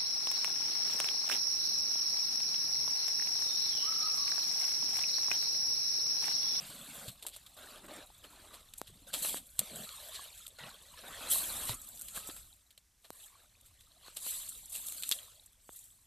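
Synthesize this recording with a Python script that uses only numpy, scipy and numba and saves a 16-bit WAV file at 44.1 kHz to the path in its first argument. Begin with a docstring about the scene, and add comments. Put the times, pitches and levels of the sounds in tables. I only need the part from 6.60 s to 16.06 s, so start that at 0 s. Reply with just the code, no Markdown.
"""Elephant splashing in a muddy pond

An elephant stirs the shallows with its trunk and flings water over its body. Ringing bubbles slosh and
gurgle as the water moves; dense impacts make the spray and the splats on hide and pond, and a trickle runs on.
Chirping sines are drips, short decaying sines are low plops and sharp pops close to the microphone.
Shaped noise gives a faint wavering whistle, outdoor hiss and a light breeze."""
import sys
import numpy as np
from scipy import signal
from scipy.fft import rfft, irfft
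from scipy.io import wavfile
from scipy.ndimage import uniform_filter1d, map_coordinates
from numba import njit

SR = 44100
rng = np.random.default_rng(int(sys.argv[2]) if len(sys.argv) > 2 else 0)


def waveform_to_disk(signal):
    """Save audio, clipped to [-1, 1], as 16-bit WAV at the path in sys.argv[1]."""
    frames = np.transpose(np.atleast_2d(signal))
    scaled = np.clip(frames, -1, 1) * 32767
    samples = np.round(scaled).astype(np.int16)
    wavfile.write(sys.argv[1], SR, samples)


N = 417186
TIME = np.arange(N) / SR

# All levels are relative, ahead of any gain applied in the functions.
# spectral density of the hiss and of the breeze: frequency_hz, density_db
AIR_SPECTRUM = [(25, 6), (120, 3.5), (300, -2.5), (600, -8.5), (2000, -3.5), (3700, -9.5), (5500, -1),
                (8200, -3), (14500, -7.5)]
BREEZE_SPECTRUM = [(12, -14), (25, -0.5), (55, -1), (100, -6), (160, -19.5), (320, -24.5)]
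# breeze on the microphone: time_s, level_db
BREEZE_LEVELS = [(0.0, -70.5), (2.74, -66), (4.19, -70.5), (5.13, -55), (5.21, -67.5), (5.85, -63),
                 (6.08, -78), (6.85, -73.5), (7.13, -68), (7.35, -73), (7.95, -66), (8.3, -70.5),
                 (9.46, -74)]
# narrow whistling band: time_s, pitch_hz, level_db
WHISTLE_PATH = [(5.08, 1330, -78), (5.15, 1340, -58), (5.231, 1250, -69), (5.3, 1224, -100),
                (5.501, 1330, -100), (5.55, 1364, -61), (5.62, 1250, -61), (5.75, 1380, -63),
                (5.83, 1260, -92)]
# close pops with a sharp tick on top: start_s, level_db, pitch_hz, tick_level_db
POP_EVENTS = [(2.2155, -23, 870, -17), (2.7439, -23, 740, -43), (5.6892, -34, 654, -60),
              (6.5043, -28.5, 775, -21.5), (7.4827, -37.5, 930, -50), (7.6650, -35.5, 920, -55),
              (9.0921, -32, 800, -60)]
# air pockets closing under a slap or a step: start_s, level_db, pitch_hz, t60_s
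AIR_POCKETS = [(0.481, -38.5, 121, 0.076), (0.652, -43, 950, 0.017), (1.315, -44, 600, 0.073),
               (1.502, -48, 840, 0.015), (2.992, -35.5, 190, 0.0097), (3.015, -40.5, 604, 0.024),
               (3.593, -40, 1100, 0.029), (5.094, -31, 960, 0.014), (5.096, -34, 114.5, 0.103),
               (5.576, -38, 1200, 0.019), (5.574, -42.5, 188, 0.021), (5.690, -39, 298, 0.034)]
# single ringing drips: start_s, initial_pitch_hz, level_db
DRIP_EVENTS = [(1.071, 1780, -47), (1.158, 3270, -45), (1.641, 3070, -41), (1.908, 1170, -51),
               (2.502, 1580, -48), (2.648, 2800, -31.5), (3.487, 630, -47), (3.703, 2380, -49),
               (3.865, 3500, -36.5), (4.036, 2820, -38), (4.339, 980, -49), (5.574, 1580, -36.5),
               (5.928, 3880.0, -47.5), (6.753, 1110, -53), (6.952, 2500, -56), (7.366, 710, -61),
               (7.318, 4080, -50), (8.153, 2760, -36.5), (8.297, 2780, -45), (8.381, 4300, -35),
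               (8.432, 2540, -42), (8.515, 5100, -25), (8.521, 3310, -23), (8.588, 3190, -34.5),
               (8.797, 3820, -45.5)]
# clumps of water and mud landing: peak_s, fall_s, bubbles_level_db, drops_level_db, spray_level_db
SPLAT_EVENTS = [(0.485, 0.015, -54.5, -49, -47), (.627, .012, -59.5, -52, -50),
                (0.666, 0.0084, -50, -47, -39.5), (.684, .012, -61, -56, -49), (0.744, 0.02, -69, -56, -57),
                (.7626, 0.007, -55.5, -57, -47), (.865, 0.01, -83, -56, -58),
                (1.2463, 0.018, -54.5, -73, -63), (1.647, 0.016, -54.5, -60.5, -59.5),
                (1.942, 0.016, -55, -57, -56), (2.1366, .0028, -75, -49, -45.5),
                (2.1807, 0.0097, -80, -68, -46), (2.274, 0.011, -69, -55.5, -56),
                (2.54, 0.014, -42.5, -38.5, -37), (2.624, 0.0093, -60, -58, -38),
                (2.648, 0.0077, -41, -50, -46), (2.772, 0.015, -55, -51.5, -47.5),
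                (2.9917, .0056, -42, -35.5, -25.5), (3.291, 0.0028, -62, -46, -62),
                (3.556, 0.02, -68, -47, -51.5), (3.777, .004, -80, -55, -47.5),
                (3.867, 0.0025, -68, -48, -42.5), (3.878, 0.0079, -66, -65, -50),
                (3.987, .008, -52.5, -57, -63), (4.742, 0.019, -53, -65, -48),
                (5.094, 0.016, -49, -43, -45), (5.373, 0.0055, -80, -56, -54),
                (5.4125, .004, -61, -66, -43.5), (5.4193, .004, -64, -70, -44),
                (5.484, 0.012, -74, -54, -49), (5.567, 0.02, -50.5, -51, -41.5),
                (5.698, 0.0071, -48, -51, -62), (5.765, 0.0092, -58, -58, -49.5),
                (6.107, 0.009, -81, -64, -63), (6.177, .005, -64, -57, -57.5),
                (6.449, 0.014, -61, -60.5, -63), (7.0105, 0.0025, -78, -65, -53.5),
                (7.063, 0.017, -91, -71, -62), (7.206, 0.0088, -84, -61.5, -61),
                (7.568, 0.01, -52.5, -45, -40), (8.1007, 0.013, -69, -68, -48),
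                (8.158, 0.02, -59, -51, -42.5), (8.284, 0.0059, -60, -50, -40),
                (8.3212, 0.0037, -54.5, -51, -41.5), (8.4232, 0.0039, -59, -44.5, -39.5),
                (8.434, 0.007, -82, -40, -39.5), (8.4911, 0.0016, -55.5, -47, -29.5),
                (8.514, 0.0012, -47, -28, -27), (8.5207, 0.0053, -47.5, -29.5, -34),
                (8.526, 0.0037, -57, -37, -39), (8.536, 0.0036, -75, -45, -46),
                (8.86, 0.0048, -73, -72, -52.5)]
# steady stretches of moving water (stirs, squirts, run-off and falling drops):
# start_s, length_s, bubbles_level_db, drops_level_db, spray_level_db
WATER_STRETCHES = [(0.0, .475, -61, -59, -56), (0.326, .14, -58, -73, -54.5),
                   (0.963, 0.22, -57.5, -61, -60.5), (1.279, 0.15, -55.5, -60, -59.5),
                   (1.697, 0.31, -63.5, -68.5, -68), (2.465, 0.033, -61.5, -61, -58),
                   (2.54, 0.232, -58, -51.5, -44), (2.623, 0.076, -57.5, -47.5, -38.5),
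                   (2.782, 0.4, -96, -87, -62), (2.979, 0.68, -59.5, -57, -54),
                   (3.149, 0.097, -63, -59, -52.5), (3.636, 0.212, -69, -62, -59),
                   (3.982, 0.1, -52.5, -57, -61.5), (4.37, 0.025, -58.5, -58, -71),
                   (4.431, 0.15, -53.5, -64, -63), (4.603, 0.533, -51.5, -60, -56.5),
                   (4.691, 0.44, -70, -52, -43.5), (5.16, 0.596, -69.5, -66.5, -53.5),
                   (5.542, .17, -63.5, -59, -56.5), (6.517, 0.33, -71, -73.5, -70),
                   (8.116, 0.29, -66.5, -59.5, -47), (8.445, 0.11, -68, -57.5, -47)]
# flung water coming down: peak_s, rise_s, fall_s, bubbles_level_db, drops_level_db, spray_level_db
FALLING_SHOWERS = [(4.11, 0.022, 0.067, -59, -58, -62), (4.68, .2, 0.061, -53, -50.5, -49),
                   (4.716, 0.011, 0.094, -52.5, -40.5, -30.5), (5.08, 0.024, 0.025, -68, -54, -41),
                   (5.782, 0.036, 0.1, -69, -63.5, -54), (6.64, 0.083, 0.036, -74, -63, -53.5),
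                   (7.47, 0.033, 0.041, -60.5, -57, -60), (7.673, 0.051, 0.2, -58.5, -49.5, -39.5),
                   (8.56, 0.15, 0.15, -62, -58, -53), (9.15, 0.066, .14, -78, -67, -54)]
# water trickling off trunk and hide: time_s, drops_level_db
TRICKLE_LEVELS = [(0, -58), (.58, -68), (1.8, -68.5), (2.9, -71.5), (4.2, -67.5), (5.5, -72.5),
                  (5.95, -78.5), (6.3, -86.5), (6.8, -77), (7.4, -72.5), (9.0, -82.5), (9.46, -81)]
# churning by trunk or foot, the deeper the lower: start_s, length_s, level_db, nominal_pitch_hz
GURGLE_EVENTS = [(0.0, 0.53, -59, 205.2), (0.626, 0.043, -61, 479), (0.969, 0.26, -66, 291),
                 (1.215, 0.18, -57, 258), (1.287, 0.069, -53.5, 581), (1.618, 0.34, -68, 310.6),
                 (2.281, 0.076, -58.5, 132), (2.348, .15, -67.5, 218.4), (2.518, 0.29, -59.5, 231),
                 (2.99, 0.038, -53, 160), (3.111, 0.12, -53, 190.6), (3.091, 0.14, -55, 522),
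                 (4.004, 0.073, -58, 200), (4.325, 0.015, -62, 220), (4.427, 0.096, -61.5, 228),
                 (4.606, 0.56, -60, 249.6), (5.202, .58, -71, 219.7), (7.548, 0.53, -76.5, 230),
                 (8.137, .42, -72.5, 221)]
# spectral density of each grain size, deep gulps to fine spray: frequency_hz, density_db
GULP_SPECTRUM = [(70, -14), (120, 0), (185, 1.5), (270, -2), (420, -29), (700, -7.5)]
SLOSH_SPECTRUM = [(220, -27.5), (380, -6), (600, 5), (850, -1), (1200, 4), (1650, 1), (2100, -4),
                  (2700, -5.5), (4500, -48)]
DROP_SPECTRUM = [(1200, -12.5), (2000, -10.5), (2600, -7), (3300, 1.5), (4100, 3), (4800, -5),
                 (5700, -11.5), (7000, -8), (10000, -28)]
SPRAY_SPECTRUM = [(3000, -28.5), (5500, -11.5), (6700, -4.5), (7500, 3), (8300, 5), (9400, -1), (11800, 1),
                  (13300, -0.5), (14500, -30)]

AIR_DB = -74.5
CUTOFF_HZ = 14500
STRETCH_ATTACK_S, STRETCH_RELEASE_S = 0.0053, 0.019
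# trickle levels against its drops
TRICKLE_BUBBLES_DB, TRICKLE_SPRAY_DB, TRICKLE_GULPS_DB = -3, 2.5, -9.5
SPLAT_EVEN_S = 0.023  # fall time at which a clump would rise as slowly as it falls
GULP_REFERENCE_HZ = 200.5  # nominal gulp pitch in water of middling depth


def from_db(db):
    """Level law: 20 dB is a factor of ten in amplitude."""
    return 10 ** (np.asarray(db) / 20)


def rms_one(x):
    """Normalization to unit root-mean-square amplitude."""
    return x / np.sqrt(np.mean(x ** 2) + 1e-20)


def gains(rows):
    """Linear interpolation in decibels: one gain curve for each level column."""
    times_s, *columns_db = np.transpose(rows)
    return [from_db(np.interp(TIME, times_s, db)) for db in columns_db]


def filtered(x, order, cutoff_hz, kind="low"):
    """Butterworth filtering: a maximally flat passband."""
    return signal.sosfilt(signal.butter(order, cutoff_hz, kind, fs=SR, output="sos"), x)


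def coloured(x, points, size=16384):
    """Minimum-phase filtering: a folded cepstrum makes a magnitude response causal; rms 1."""
    hz, db = np.transpose(points)
    grid_hz = np.maximum(np.arange(size // 2 + 1) * SR / size, 1)
    octaves_outside = np.abs(np.log2(grid_hz / np.clip(grid_hz, hz[0], hz[-1])))
    # beyond the end points: 20 dB per octave, for two octaves at most
    shape_db = np.interp(np.log(grid_hz), np.log(hz), db) - 20 * np.minimum(octaves_outside, 2)
    cepstrum = irfft(np.log(from_db(shape_db)))
    cepstrum[1:size // 2] *= 2
    cepstrum[size // 2 + 1:] = 0
    response = irfft(np.exp(rfft(cepstrum)))[:size // 2]
    return rms_one(signal.oaconvolve(x, response)[:N])


def evened(x, window_s):
    """Division by running rms removes slow swings of level and keeps the grain."""
    size = max(int(window_s * SR / 2), 2)
    power = uniform_filter1d(uniform_filter1d(x * x, size), size)
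    return x / np.sqrt(np.abs(power) + 1e-6)


def patchy(x, depth_db, patch_hz, patch_s):
    """Random gain for each band and moment: narrow bands swell and fade on their own."""
    hz, times_s, spectra = signal.stft(x, SR, nperseg=512)
    rows, columns = np.meshgrid(hz / patch_hz, times_s / patch_s, indexing="ij")
    chance = rng.standard_normal((256, 2048))
    gain_db = depth_db * map_coordinates(chance, [rows, columns], order=1, mode="mirror")
    _, uneven = signal.istft(spectra * from_db(gain_db), SR, nperseg=512)
    return rms_one(uneven[:N])


def impacts(per_s, spread_db):
    """Random arrivals of either sign: many small impacts, a few large."""
    born = rng.random(N) < per_s / SR
    heights = from_db(spread_db * np.minimum(rng.exponential(1, N), 4.5))
    return born * heights * rng.choice([-1, 1], N)


@njit
def ring_bubbles(starts, hz, heights, cycles, glide, length, rate):
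    """Damped bubble resonance: sines swell quickly and die, rising in pitch towards the surface."""
    out = np.zeros(length)
    for k in range(len(starts)):
        life = int(cycles[k] * rate / hz[k]) + 1
        height, phase = heights[k], 0.
        loss = np.exp(-np.log(1000) / life)  # 60 dB over the life
        for i in range(min(life, length - starts[k])):
            onset = min(1., 10 * i / life)
            out[starts[k] + i] += height * onset * np.sin(phase)
            phase += 2 * np.pi * hz[k] / rate * (1 + glide * i / life)
            height *= loss
    return out


def bubbles(per_s, low_hz, high_hz, cycles, spread_db, glide):
    """Bubble entrainment: each impact traps a bubble with a size and ring time of its own."""
    heights = impacts(per_s, spread_db)
    starts = np.flatnonzero(heights)
    size, damping = rng.random((2, N))[:, starts]
    hz = low_hz * (high_hz / low_hz) ** size
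    # short-lived small bubbles are struck harder, so that all pitches are equally strong
    struck = heights[starts] * hz / high_hz
    return rms_one(ring_bubbles(starts, hz, struck, cycles * (.5 + damping), glide, N, SR))


def dying_sine(start_s, hz, t60_s):
    """Free damped oscillation: a unit sine under an exponential decay."""
    out = np.zeros(N)
    near = slice(int(start_s * SR), int((start_s + 2 * t60_s) * SR))
    age_s = np.maximum(TIME[near] - start_s, 0)
    out[near] = np.sin(2 * np.pi * hz * age_s) * np.exp(-np.log(1000) * age_s / t60_s)
    return out


def air():
    """Stationary noise: the steady far hiss of open country."""
    return from_db(AIR_DB) * coloured(rng.standard_normal(N), AIR_SPECTRUM)


def breeze():
    """Low-frequency wind noise: light wind rumbles on the microphone."""
    rumble = coloured(rng.standard_normal(N), BREEZE_SPECTRUM)
    return gains(BREEZE_LEVELS)[0] * evened(rumble, window_s=0.43)


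def whistle(flutter_hz=55):
    """Quadrature modulation: slow noise broadens a gliding carrier into an airy band."""
    times_s, hz, db = np.transpose(WHISTLE_PATH)
    phase = 2 * np.pi * np.cumsum(np.interp(TIME, times_s, hz)) / SR
    waver = rms_one(filtered(rng.standard_normal((2, N)), 2, flutter_hz))
    gain = np.interp(TIME, times_s, from_db(db), left=0, right=0)
    return gain * .5 * ((1 + waver[0]) * np.cos(phase) + waver[1] * np.sin(phase))


def pops(t60_s=0.0019, body_gain_db=5, tick_hz=9500, tick_t60_s=0.0002, tick_gain_db=6, low_cut_hz=200):
    """Heavily damped pressure pulse: a push and pull with a tick at its front."""
    pulses = np.zeros(N)
    for start_s, db, hz, tick_db in POP_EVENTS:
        pulses += from_db(db + body_gain_db) * dying_sine(start_s, hz, t60_s)
        tick_start_s = round(start_s * SR) / SR  # on a whole sample
        pulses += from_db(tick_db + tick_gain_db) * dying_sine(tick_start_s, tick_hz, tick_t60_s)
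    return filtered(pulses, 2, low_cut_hz, "high")


def plops():
    """Cavity resonance: a large air pocket rings briefly as it closes."""
    return sum(from_db(db) * dying_sine(start_s, hz, t60_s) for start_s, db, hz, t60_s in AIR_POCKETS)


def drips(cycles=34, glide=0.044, gain_db=4):
    """Single-bubble resonance: a falling drop traps one bubble, which chirps upward."""
    start_s, hz, db = np.transpose(DRIP_EVENTS)
    starts = (start_s * SR).astype(np.int64)
    life_cycles = np.full(len(starts), cycles, float)
    return ring_bubbles(starts, hz.copy(), from_db(db + gain_db), life_cycles, glide, N, SR)


def splat_gains():
    """Impulsive envelopes added in power: bubbles, drops and spray swell and die in milliseconds."""
    power = np.zeros((3, N))
    for peak_s, fall_s, *levels_db in SPLAT_EVENTS:
        rise_s = fall_s * (fall_s / SPLAT_EVEN_S) ** 2  # smaller clumps hit far more sharply
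        near = slice(max(int((peak_s - .1) * SR), 0), int((peak_s + .1) * SR))
        age_s = TIME[near] - peak_s
        shape = np.exp(-np.maximum(-age_s / rise_s, age_s / fall_s))
        power[:, near] += np.outer(from_db(levels_db), shape) ** 2
    return np.sqrt(power)


def splats():
    """Shot noise: each clump is a burst of impacts too dense to tell apart."""
    slosh_gain, drop_gain, spray_gain = splat_gains()
    burst = impacts(per_s=14000, spread_db=7.5)
    slosh = from_db(1.5) * evened(coloured(burst, SLOSH_SPECTRUM), window_s=0.0023)
    drops = from_db(4.5) * evened(coloured(burst, DROP_SPECTRUM), window_s=0.0074)
    fine = from_db(4.0) * evened(coloured(burst, SPRAY_SPECTRUM), window_s=0.014)
    return slosh_gain * slosh + drop_gain * drops + spray_gain * fine


def swell(peak_s, rise_s, fall_s):
    """Two-sided exponential: a shower thickens up to its peak, then thins out."""
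    age_s = TIME - peak_s
    return np.exp(-np.minimum(np.maximum(-age_s / rise_s, age_s / fall_s), 30))


def stretch(start_s, length_s):
    """Steady flow between transients: a quick linear rise, a hold, and an exponential release."""
    age_s = TIME - start_s
    settling = np.clip((age_s - length_s) / STRETCH_RELEASE_S, 0, 30)
    return np.clip(age_s / STRETCH_ATTACK_S, 0, 1) * np.exp(-settling)


def summed(shapes, levels_db):
    """Incoherent addition: powers add, giving one gain curve for each level column."""
    return np.sqrt(from_db(levels_db).T ** 2 @ np.square(shapes))


def water_gains():
    """Superposition of steady stretches, showers and trickle: gains of bubbles, drops and spray."""
    shapes = [stretch(*row[:2]) for row in WATER_STRETCHES]
    shapes += [swell(*row[:3]) for row in FALLING_SHOWERS]
    shapes += gains(TRICKLE_LEVELS)
    levels_db = [row[2:] for row in WATER_STRETCHES]
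    levels_db += [row[3:] for row in FALLING_SHOWERS]
    levels_db += [(TRICKLE_BUBBLES_DB, 0, TRICKLE_SPRAY_DB)]
    return summed(shapes, levels_db)


def spray(gain):
    """Droplet shot noise: a dense crackle, with bursts as larger drops shatter."""
    shatter_decay = np.exp(-1 / (0.0064 * SR))  # 6.4 ms time constant
    shatters = signal.lfilter([1], [1, -shatter_decay], np.abs(impacts(per_s=120, spread_db=4.5)))
    crackle = impacts(per_s=14000, spread_db=0.0) * np.sqrt(1 + (from_db(-8.0) * shatters) ** 2)
    crackle = patchy(crackle, depth_db=4.5, patch_hz=306.0, patch_s=0.023)
    crackle = coloured(crackle, SPRAY_SPECTRUM)
    # a hard jet breaks up finer, so it sounds brighter
    mist = rms_one(filtered(impacts(per_s=7200, spread_db=3.5), 2, [9800, 13000], "band"))
    mixed = crackle + np.sqrt(gain / from_db(-31.5)) * mist
    return gain * from_db(0.5) * evened(mixed, window_s=0.48)


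def busy(gain):
    """Event density as a share of full flow: a trickle sounds bubbles singly, a slosh in crowds."""
    return np.clip(gain / from_db(-52.5), .06, 1.5)


def churn(gulps):
    """Pitch by time scaling: each gurgle replays gulps at its own rate; more lie under the trickle."""
    out = gains(TRICKLE_LEVELS)[0] * from_db(TRICKLE_GULPS_DB) * gulps
    for start_s, length_s, db, hz in GURGLE_EVENTS:
        read_s = (start_s + (TIME - start_s) * hz / GULP_REFERENCE_HZ) % TIME[-1]
        pitched = np.interp(read_s, TIME, gulps)
        out = out + from_db(db) * stretch(start_s, length_s) * pitched
    return out


def moving_water(slosh_gain, drop_gain):
    """Bubble resonance at three sizes of grain: deep gulps, sloshing bubbles and ticking drops."""
    gulps = bubbles(per_s=300, low_hz=129.7, high_hz=633, cycles=9.3, spread_db=4.0, glide=0.15)
    slosh = bubbles(per_s=1900 * busy(slosh_gain), low_hz=294.6, high_hz=3110,
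                    cycles=20.0, spread_db=1.5, glide=0.075)
    drops = bubbles(per_s=2600 * busy(drop_gain), low_hz=1608, high_hz=6880,
                    cycles=42.5, spread_db=3.0, glide=0.19)
    # impacts that trap no bubble only tick, and merge into a wash
    ticks = rms_one(impacts(per_s=9000, spread_db=2.5))
    slosh = evened(slosh, window_s=0.42) + from_db(9.5) * ticks
    slosh = patchy(slosh, depth_db=6.0, patch_hz=216, patch_s=.028)
    drops = evened(drops, window_s=.2) + from_db(6.5) * ticks
    drops = patchy(drops, depth_db=5.0, patch_hz=326.0, patch_s=.018)
    gulps = from_db(-2.0) * evened(coloured(gulps, GULP_SPECTRUM), window_s=0.11)
    slosh = from_db(-0.1) * evened(coloured(slosh, SLOSH_SPECTRUM), window_s=0.094)
    drops = from_db(1.6) * evened(coloured(drops, DROP_SPECTRUM), window_s=0.11)
    return churn(gulps) + slosh_gain * slosh + drop_gain * drops


def scene():
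    """Mid-side superposition: all sources lie straight ahead; only fine treble spreads."""
    slosh_gain, drop_gain, spray_gain = water_gains()
    background = air() + breeze() + whistle()
    events = pops() + plops() + drips() + splats()
    centre = background + events + spray(spray_gain) + moving_water(slosh_gain, drop_gain)
    # fresh random draws, of opposite sign in the two channels
    scattered = spray(spray_gain) + .5 * (splats() + air())
    side = from_db(-4) * filtered(scattered, 8, 6000, "high")
    return centre + side * np.array([[1], [-1]])


def record(dry):
    """Band limitation: a steep low-pass cuts the top."""
    return filtered(dry, 48, CUTOFF_HZ)


dry = scene()
out = record(dry)
waveform_to_disk(out)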